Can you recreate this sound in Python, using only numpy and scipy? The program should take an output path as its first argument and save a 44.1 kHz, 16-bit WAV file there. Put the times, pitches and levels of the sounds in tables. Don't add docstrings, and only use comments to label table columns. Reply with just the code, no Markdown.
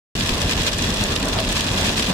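import sys
import numpy as np
from scipy import signal
from scipy.fft import rfft, irfft, next_fast_len
from scipy.io import wavfile
from scipy.ndimage import uniform_filter1d, map_coordinates

SR = 44100
rng = np.random.default_rng(int(sys.argv[2]) if len(sys.argv) > 2 else 0)


def digitize_waveform(pressure):
    field = np.atleast_2d(pressure).T
    bounded = np.clip(field, -1, 1)
    quanta = np.round(bounded * 32767).astype(np.int16)
    wavfile.write(sys.argv[1], SR, quanta)


def how_loud(loudness_db):
    steps = np.asarray(loudness_db, float) / 20
    return 10 ** steps


N = 94241


def unit(x):
    return x / np.sqrt(np.mean(x ** 2) + 1e-20)


def along(points, hz):
    f, v = np.transpose(points)
    return np.interp(np.log(hz + 1), np.log(f + 1), v)


def bumps_db(rings, hz):
    return sum(db / (1 + (2 * (hz - centre_hz) / width_hz) ** 2) for centre_hz, width_hz, db in rings)


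def curve(rows):
    s, v = np.transpose(rows)
    return np.interp(np.arange(N) / SR, s, v)


def wobble(rate_hz):
    knots = rng.standard_normal(int(N * rate_hz / SR) + 4)
    return map_coordinates(knots, [np.arange(N) * rate_hz / SR])


def coloured(x, shape_db):
    m = 2 * next_fast_len(N // 2 + 4096)
    gain = how_loud(shape_db(np.fft.rfftfreq(m, 1 / SR)))
    cepstrum = irfft(np.log(np.maximum(gain, 1e-5)), m)
    causal = cepstrum * np.r_[1, np.full(m // 2 - 1, 2), 1, np.zeros(m // 2 - 1)]
    return irfft(rfft(x, m) * np.exp(rfft(causal)), m)[:N]


def ports(pair, mid_db, side_db, balance_db):
    mid = unit(coloured(pair[0] + pair[1], mid_db))
    side = how_loud(balance_db) * unit(coloured(pair[0] - pair[1], side_db))
    both = np.array([mid + side, mid - side])
    return both / np.sqrt(np.mean((both[0] + both[1]) ** 2) / 4)


def patchy(depth_db):
    z = signal.stft(rng.standard_normal((2, N)), nperseg=512)[2]
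    field = uniform_filter1d(rng.standard_normal(z.shape[1:]), size=3, axis=0)
    field = uniform_filter1d(field, size=8, axis=1)
    return signal.istft(z * how_loud(depth_db * unit(field)), nperseg=512)[1][:, :N]


def engine():
    cycles = np.cumsum(46.2 + 2.53 * wobble(6)) / SR
    return how_loud(-34.5 + 1.5 * wobble(5.1)) * np.sin(2 * np.pi * cycles)


# (time [s], level [dB])
ROAD_LEVEL = [(.16, -28.5), (.3, -29), (.45, -25.5), (.6, -27), (.75, -29), (.9, -27), (1.1, -27),
              (1.3, -28), (1.5, -28), (1.7, -28.5), (1.85, -25), (2, -29), (2.13, -29)]
# (frequency [Hz], density [dB per Hz])
BOOM_COMMON = [(12, -71), (20, -9.5), (38, 1), (209, -2.5), (367, -9), (642, -13), (742, -17.5),
               (1050, -15.5), (1500, -27.5), (1950, -28), (3300, -120)]
BOOM_DIFFERING = [(12, -47), (20, -17), (107, 0), (439, -5), (630, -2), (1100, -5), (1500, -8), (1950, -35),
                  (3300, -120)]
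# (frequency [Hz], width [Hz], height [dB])
CABIN_RESONANCES = [(44.5, 8, 1), (63, 11.4, -6.5), (84, 8.2, 4.5), (122, 24, 0), (212, 9.7, 3.5),
                    (282, 66, 2), (650, 100, 2)]


def road():
    mid_db = lambda hz: along(BOOM_COMMON, hz) + bumps_db(CABIN_RESONANCES, hz)
    side_db = lambda hz: along(BOOM_DIFFERING, hz)
    rumble = patchy(depth_db=1.57) * how_loud(0.52 * wobble(24.0))
    return how_loud(curve(ROAD_LEVEL) + 3.0) * ports(rumble, mid_db, side_db, balance_db=-13.5)


# (time [s], level [dB])
ROOF_LEVEL = [(.16, -40), (.38, -25.5), (.5, -37), (.75, -43), (.92, -33), (1.2, -31.5), (1.27, -23.5),
              (1.31, -28), (1.39, -22), (1.45, -38), (1.73, -27), (1.83, -27.5), (2.06, -36.5), (2.1, -23),
              (2.137, -25.5)]
# (frequency [Hz], density [dB per Hz])
ROOF_SPECTRUM = [(120, -61), (250, -13), (400, -6), (650, -6), (800, -8.5), (1050, -6), (1400, -14),
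                 (2200, -20), (4000, -120)]


def roof():
    panel_db = lambda hz: along(ROOF_SPECTRUM, hz)
    drumming = patchy(depth_db=1.5) * how_loud(wobble(35))
    return how_loud(curve(ROOF_LEVEL) - 5.5) * ports(drumming, panel_db, panel_db, balance_db=-4)


# (time [s], level [dB], pitch [Hz])
WIPER_THUMPS = [(.31, -15, 49.4), (0.438, -16.5, 84), (0.444, -26, 215), (.66, -26, 50.6),
                (0.891, -17, 201.7), (0.998, -20, 196), (1.221, -20, 267), (1.255, -22.5, 650),
                (1.35, -17, 105), (1.385, -20, 638), (1.742, -17, 204.6), (1.819, -21.5, 113.5),
                (2.083, -15.5, 184.4)]


def wipers():
    rise_s, t60_s = 0.013, 0.15
    out, t = np.zeros(N + SR), np.arange(SR // 4) / SR
    envelope = how_loud(-60 * t / t60_s) * (1 - np.exp(-t / rise_s))
    for s, db, hz in WIPER_THUMPS:
        drift_rad = np.cumsum(rng.standard_normal(len(t))) * 0.048
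        ring = np.sin(2 * np.pi * hz * t + drift_rad) * envelope
        out[round(s * SR):][:len(t)] += how_loud(db + 6) * ring
    return out[:N]


# (frequency [Hz], t60 [s])
CABIN_T60 = [(500, 0.081), (3000, 0.035), (12000, 0.023)]


def cabin_path(splash_t60_s=0.0055, cabin_db=-2):
    port_lag_s = 0.0025
    hz, t, z = signal.stft(rng.standard_normal((2, SR // 16)), SR, nperseg=64)
    decay = how_loud(-60 * t / along(CABIN_T60, hz)[:, None])
    tail = signal.istft(z * decay, SR, nperseg=64)[1]
    t = np.arange(tail.shape[1]) / SR
    impact = rng.standard_normal(len(t)) - 1.55 * (t == 0)
    splash = impact * how_loud(-60 * t / splash_t60_s)
    path = how_loud(cabin_db) * tail / np.linalg.norm(tail[0]) + splash / np.linalg.norm(splash)
    lag = np.round(rng.random(2) * port_lag_s * SR).astype(int)
    return np.array([np.pad(p, (k, 0))[:len(p)] for p, k in zip(path, lag)])


def panned(db, pan_db):
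    return how_loud(db + np.array([[.5], [-.5]]) * pan_db)


def patter():
    drops_per_s, spots, size_spread_db, biggest = 2200, 20, 6, 2.5
    clumps = how_loud(1.1 * wobble(41.75) + 0.38 * wobble(11.7))
    out = np.zeros((2, N))
    for _ in range(spots):
        falls = rng.random(N) < drops_per_s / spots / SR
        size = np.minimum(rng.exponential(size=N), biggest)
        taps = falls * how_loud(size_spread_db * size) * clumps
        out += signal.fftconvolve(taps[None], cabin_path(), axes=1)[:, :N]
    return unit(out)


# (time [s], half width [s], swell [dB])
SPRAY_GUSTS = [(.205, .015, 2.5), (.295, .015, 2.5), (.515, 0.019, 4), (.6, 0.03, 2), (.678, .012, 4.5),
               (.742, 0.013, 3.5), (1.04, 0.013, 1), (1.162, 0.007, 1.5), (1.343, .014, 4),
               (1.398, 0.013, 4), (1.525, 0.016, 5), (1.572, 0.021, 6), (1.99, 0.021, 3), (2.102, .012, 4)]


def sprays_db():
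    t = np.arange(N) / SR
    return sum(db * np.exp(-((t - s) / half_s) ** 2) for s, half_s, db in SPRAY_GUSTS)


# (time [s], peak [dB], left minus right [dB])
NEAR_TICKS = [(0.1509, -24, 3), (0.1653, -27, 0.0), (0.1972, -19.5, 2.5), (0.2317, -27, -1.0),
              (0.2706, -23, -2.5), (0.291, -23, -2), (0.3404, -25, -0.5), (0.3788, -27, -1.5),
              (0.4008, -26, -2.0), (0.4138, -31, 1.0), (0.4786, -32, 1.0), (0.5085, -22, 1.0),
              (0.5669, -28, -4.0), (0.6173, -25, -1.0), (0.6323, -22, 3), (0.6652, -22, 2.0),
              (0.731, -25, -5), (0.7839, -28, -1.5), (0.7839, -22, 1.0), (0.8203, -25, -1.0),
              (0.8498, -24, 0.0), (0.9391, -23, 0.0), (0.97, -28, 0.0), (1.0378, -16, 1),
              (1.0683, -27, -1.5), (1.1591, -22, -4.0), (1.1591, -29, -3.0), (1.1985, -22, 1.5),
              (1.2279, -24, 1.0), (1.2543, -25, -6), (1.2543, -29, -3.0), (1.2843, -21, -2.5),
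              (1.3362, -30, 1.0), (1.385, -32, 1.0), (1.4015, -23.5, 9), (1.4404, -30, 3),
              (1.4753, -31, -1.5), (1.4883, -24, 1.0), (1.5123, -27, 0.5), (1.5247, -21, -0.5),
              (1.5711, -28, -1.0), (1.6055, -21, -2.0), (1.6699, -25.5, -3), (1.7203, -25, -1.0),
              (1.7492, -27, 0.0), (1.8091, -20, 0.0), (1.8435, -28, 1.0), (1.867, -21.5, -1.0),
              (1.9158, -24, 0.0), (1.9712, -37, 2.0), (1.9712, -22.5, 0.0), (1.9817, -22, -4),
              (2.0241, -20.5, -2.0), (2.073, -30, -2), (2.087, -26, 2.5), (2.0949, -22, 0.5)]
# (frequency [Hz], gain [dB])
TICK_SPECTRUM = [(800, -37), (2000, -13), (4000, 4), (8000, 7), (12000, -6), (16000, -13)]


def ticks():
    out = np.zeros((2, N + SR))
    for s, db, pan_db in NEAR_TICKS:
        both = panned(db + 16, pan_db) * cabin_path(splash_t60_s=0.004, cabin_db=-4)
        out[:, round(s * SR):][:, :both.shape[1]] += both
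    return np.array([coloured(a[:N], lambda hz: along(TICK_SPECTRUM, hz)) for a in out])


# (time [s], peak [dB], left minus right [dB], brightness [dB])
FAT_DROPS = [(0.1514, -35, -0.5, -16), (0.1644, -28, -1.5, -7), (0.2073, -11.5, -1.0, -28),
             (0.2347, -22, -2, -17), (0.2716, -21, -1.0, -8), (0.292, -10, 2.0, -18),
             (0.3793, -20, -1.5, -17), (0.415, -15, 5, -11), (0.4771, -22, -2, -21),
             (0.4933, -13, 1.5, -17), (0.509, -14.5, 6, -18), (0.532, -14, 4.0, -15),
             (0.5763, -16, -4, -18), (0.6088, -16, -4, -19), (0.6644, -11.5, 0, -14),
             (0.7176, -27, -2.0, -18), (0.731, -14, 9, -17), (0.7831, -22, 1.0, -10),
             (0.8216, -15, -2, -10), (0.8812, -21, -1.0, -19), (0.9031, -18, -3, -12),
             (0.9421, -20, -3, -9), (0.9696, -17, -2, -15), (1.0199, -23, 4, -19),
             (1.0363, -18.5, 0.5, -12), (1.1608, -10, -5, -20), (1.227, -15, 3.0, -21),
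             (1.2457, -26, -2, -6), (1.284, -21.5, -2, -7), (1.329, -14.5, -1.0, -22),
             (1.3866, -10, 1.0, -27), (1.426, -22, -1.0, -23), (1.439, -21, 0.5, -19),
             (1.4644, -28, 2.0, -24), (1.476, -17.5, 10, -19), (1.4888, -18, 3, -18),
             (1.5184, -16, 0.0, -13), (1.5557, -22, 8, -12), (1.5661, -13, 1.5, -18), (1.607, -13, -1, -14),
             (1.6415, -16, 0.0, -15), (1.7304, -23, 0.0, -11), (1.8116, -17, -2, -14),
             (1.8447, -15, 1.5, -22), (1.863, -16, 1.0, -12), (1.8914, -12, 1.5, -15),
             (1.9672, -19, -1.0, -12), (1.9947, -8.5, 2.5, -16.5), (2.0241, -10.5, 2, -22),
             (2.0728, -29, -2, -18)]


def big_drops():
    dull, bright = np.zeros((2, 2, N + SR))
    mean_bright_db = np.mean(FAT_DROPS, axis=0)[3]
    for s, db, pan_db, bright_db in FAT_DROPS:
        both = panned(db + 5.5, pan_db) * cabin_path(splash_t60_s=0.0061, cabin_db=1)
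        dull[:, round(s * SR):][:, :both.shape[1]] += both
        bright[:, round(s * SR):][:, :both.shape[1]] += how_loud(bright_db - mean_bright_db) * both
    # (frequency [Hz], gain [dB])
    slap = [(200, -49), (500, -1), (1500, 2), (2500, 12.5), (3500, 17.0), (5000, 11.5), (8000, -13),
            (16000, -39)]
    sizzle = [(1000, -40), (3000, -10), (5500, 11.5), (9000, 1.5), (12000, -9.0), (16000, -17)]
    slap_db = lambda hz: along(slap, hz)
    sizzle_db = lambda hz: along(sizzle, hz)
    return np.array([coloured(a[:N], slap_db) + coloured(b[:N], sizzle_db) for a, b in zip(dull, bright)])


# (time [s], level [dB])
RAIN_LEVEL = [(.16, -32), (.3, -31), (.45, -31.5), (.7, -32.5), (.94, -31), (1.12, -30.5), (1.2, -34),
              (1.45, -34), (1.6, -31.5), (1.8, -29), (2.04, -31.5), (2.13, -33)]
# (frequency [Hz], density [dB per Hz])
GLASS_COMMON = [(410, -40), (700, -9), (1730, -6.5), (2250, -2), (2670, -3), (3860, -2.5), (8000, -12),
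                (15000, -27.5), (16200, -43)]
GLASS_DIFFERING = [(410, -40), (700, -12), (1090, -7.5), (1480, -6), (2970, 1), (4130, -1.5), (8000, -12),
                   (15000, -29), (16200, -38)]
# (frequency [Hz], width [Hz], height [dB])
GLASS_RESONANCES = [(1700, 156, 6.5), (2216, 250, -7), (2760, 250, 2.5), (3365, 96, 4), (5120, 170, 2),
                    (9760, 550, -2), (12700, 2500, 0)]


def rain():
    drops = how_loud(2.5) * patter() + how_loud(-5) * unit(patchy(depth_db=3.5))
    mid_db = lambda hz: along(GLASS_COMMON, hz) + bumps_db(GLASS_RESONANCES, hz)
    side_db = lambda hz: along(GLASS_DIFFERING, hz) + bumps_db(GLASS_RESONANCES[-2:], hz)
    glass = ports(drops, mid_db, side_db, balance_db=0.8)
    return how_loud(curve(RAIN_LEVEL) + sprays_db() + 3.0) * glass + big_drops() + ticks()


def scene():
    return engine() + road() + roof() + wipers() + rain()


def roll_off(x):
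    return signal.sosfilt(signal.butter(12, 16340, fs=SR, output="sos"), x)


def record(dry):
    start_s, fade_s, peak_top, top_hz = 0.152, 0.00056, 0.7, 15780
    fade = np.clip((np.arange(N) / SR - start_s) / fade_s, 0, 1)
    soft = peak_top * np.tanh(dry / peak_top) * fade
    limited = irfft(rfft(soft) * (np.fft.rfftfreq(N, 1 / SR) < top_hz), N)
    mix = limited * (fade > 0)
    return roll_off(mix)


dry = scene()
out = record(dry)
digitize_waveform(out)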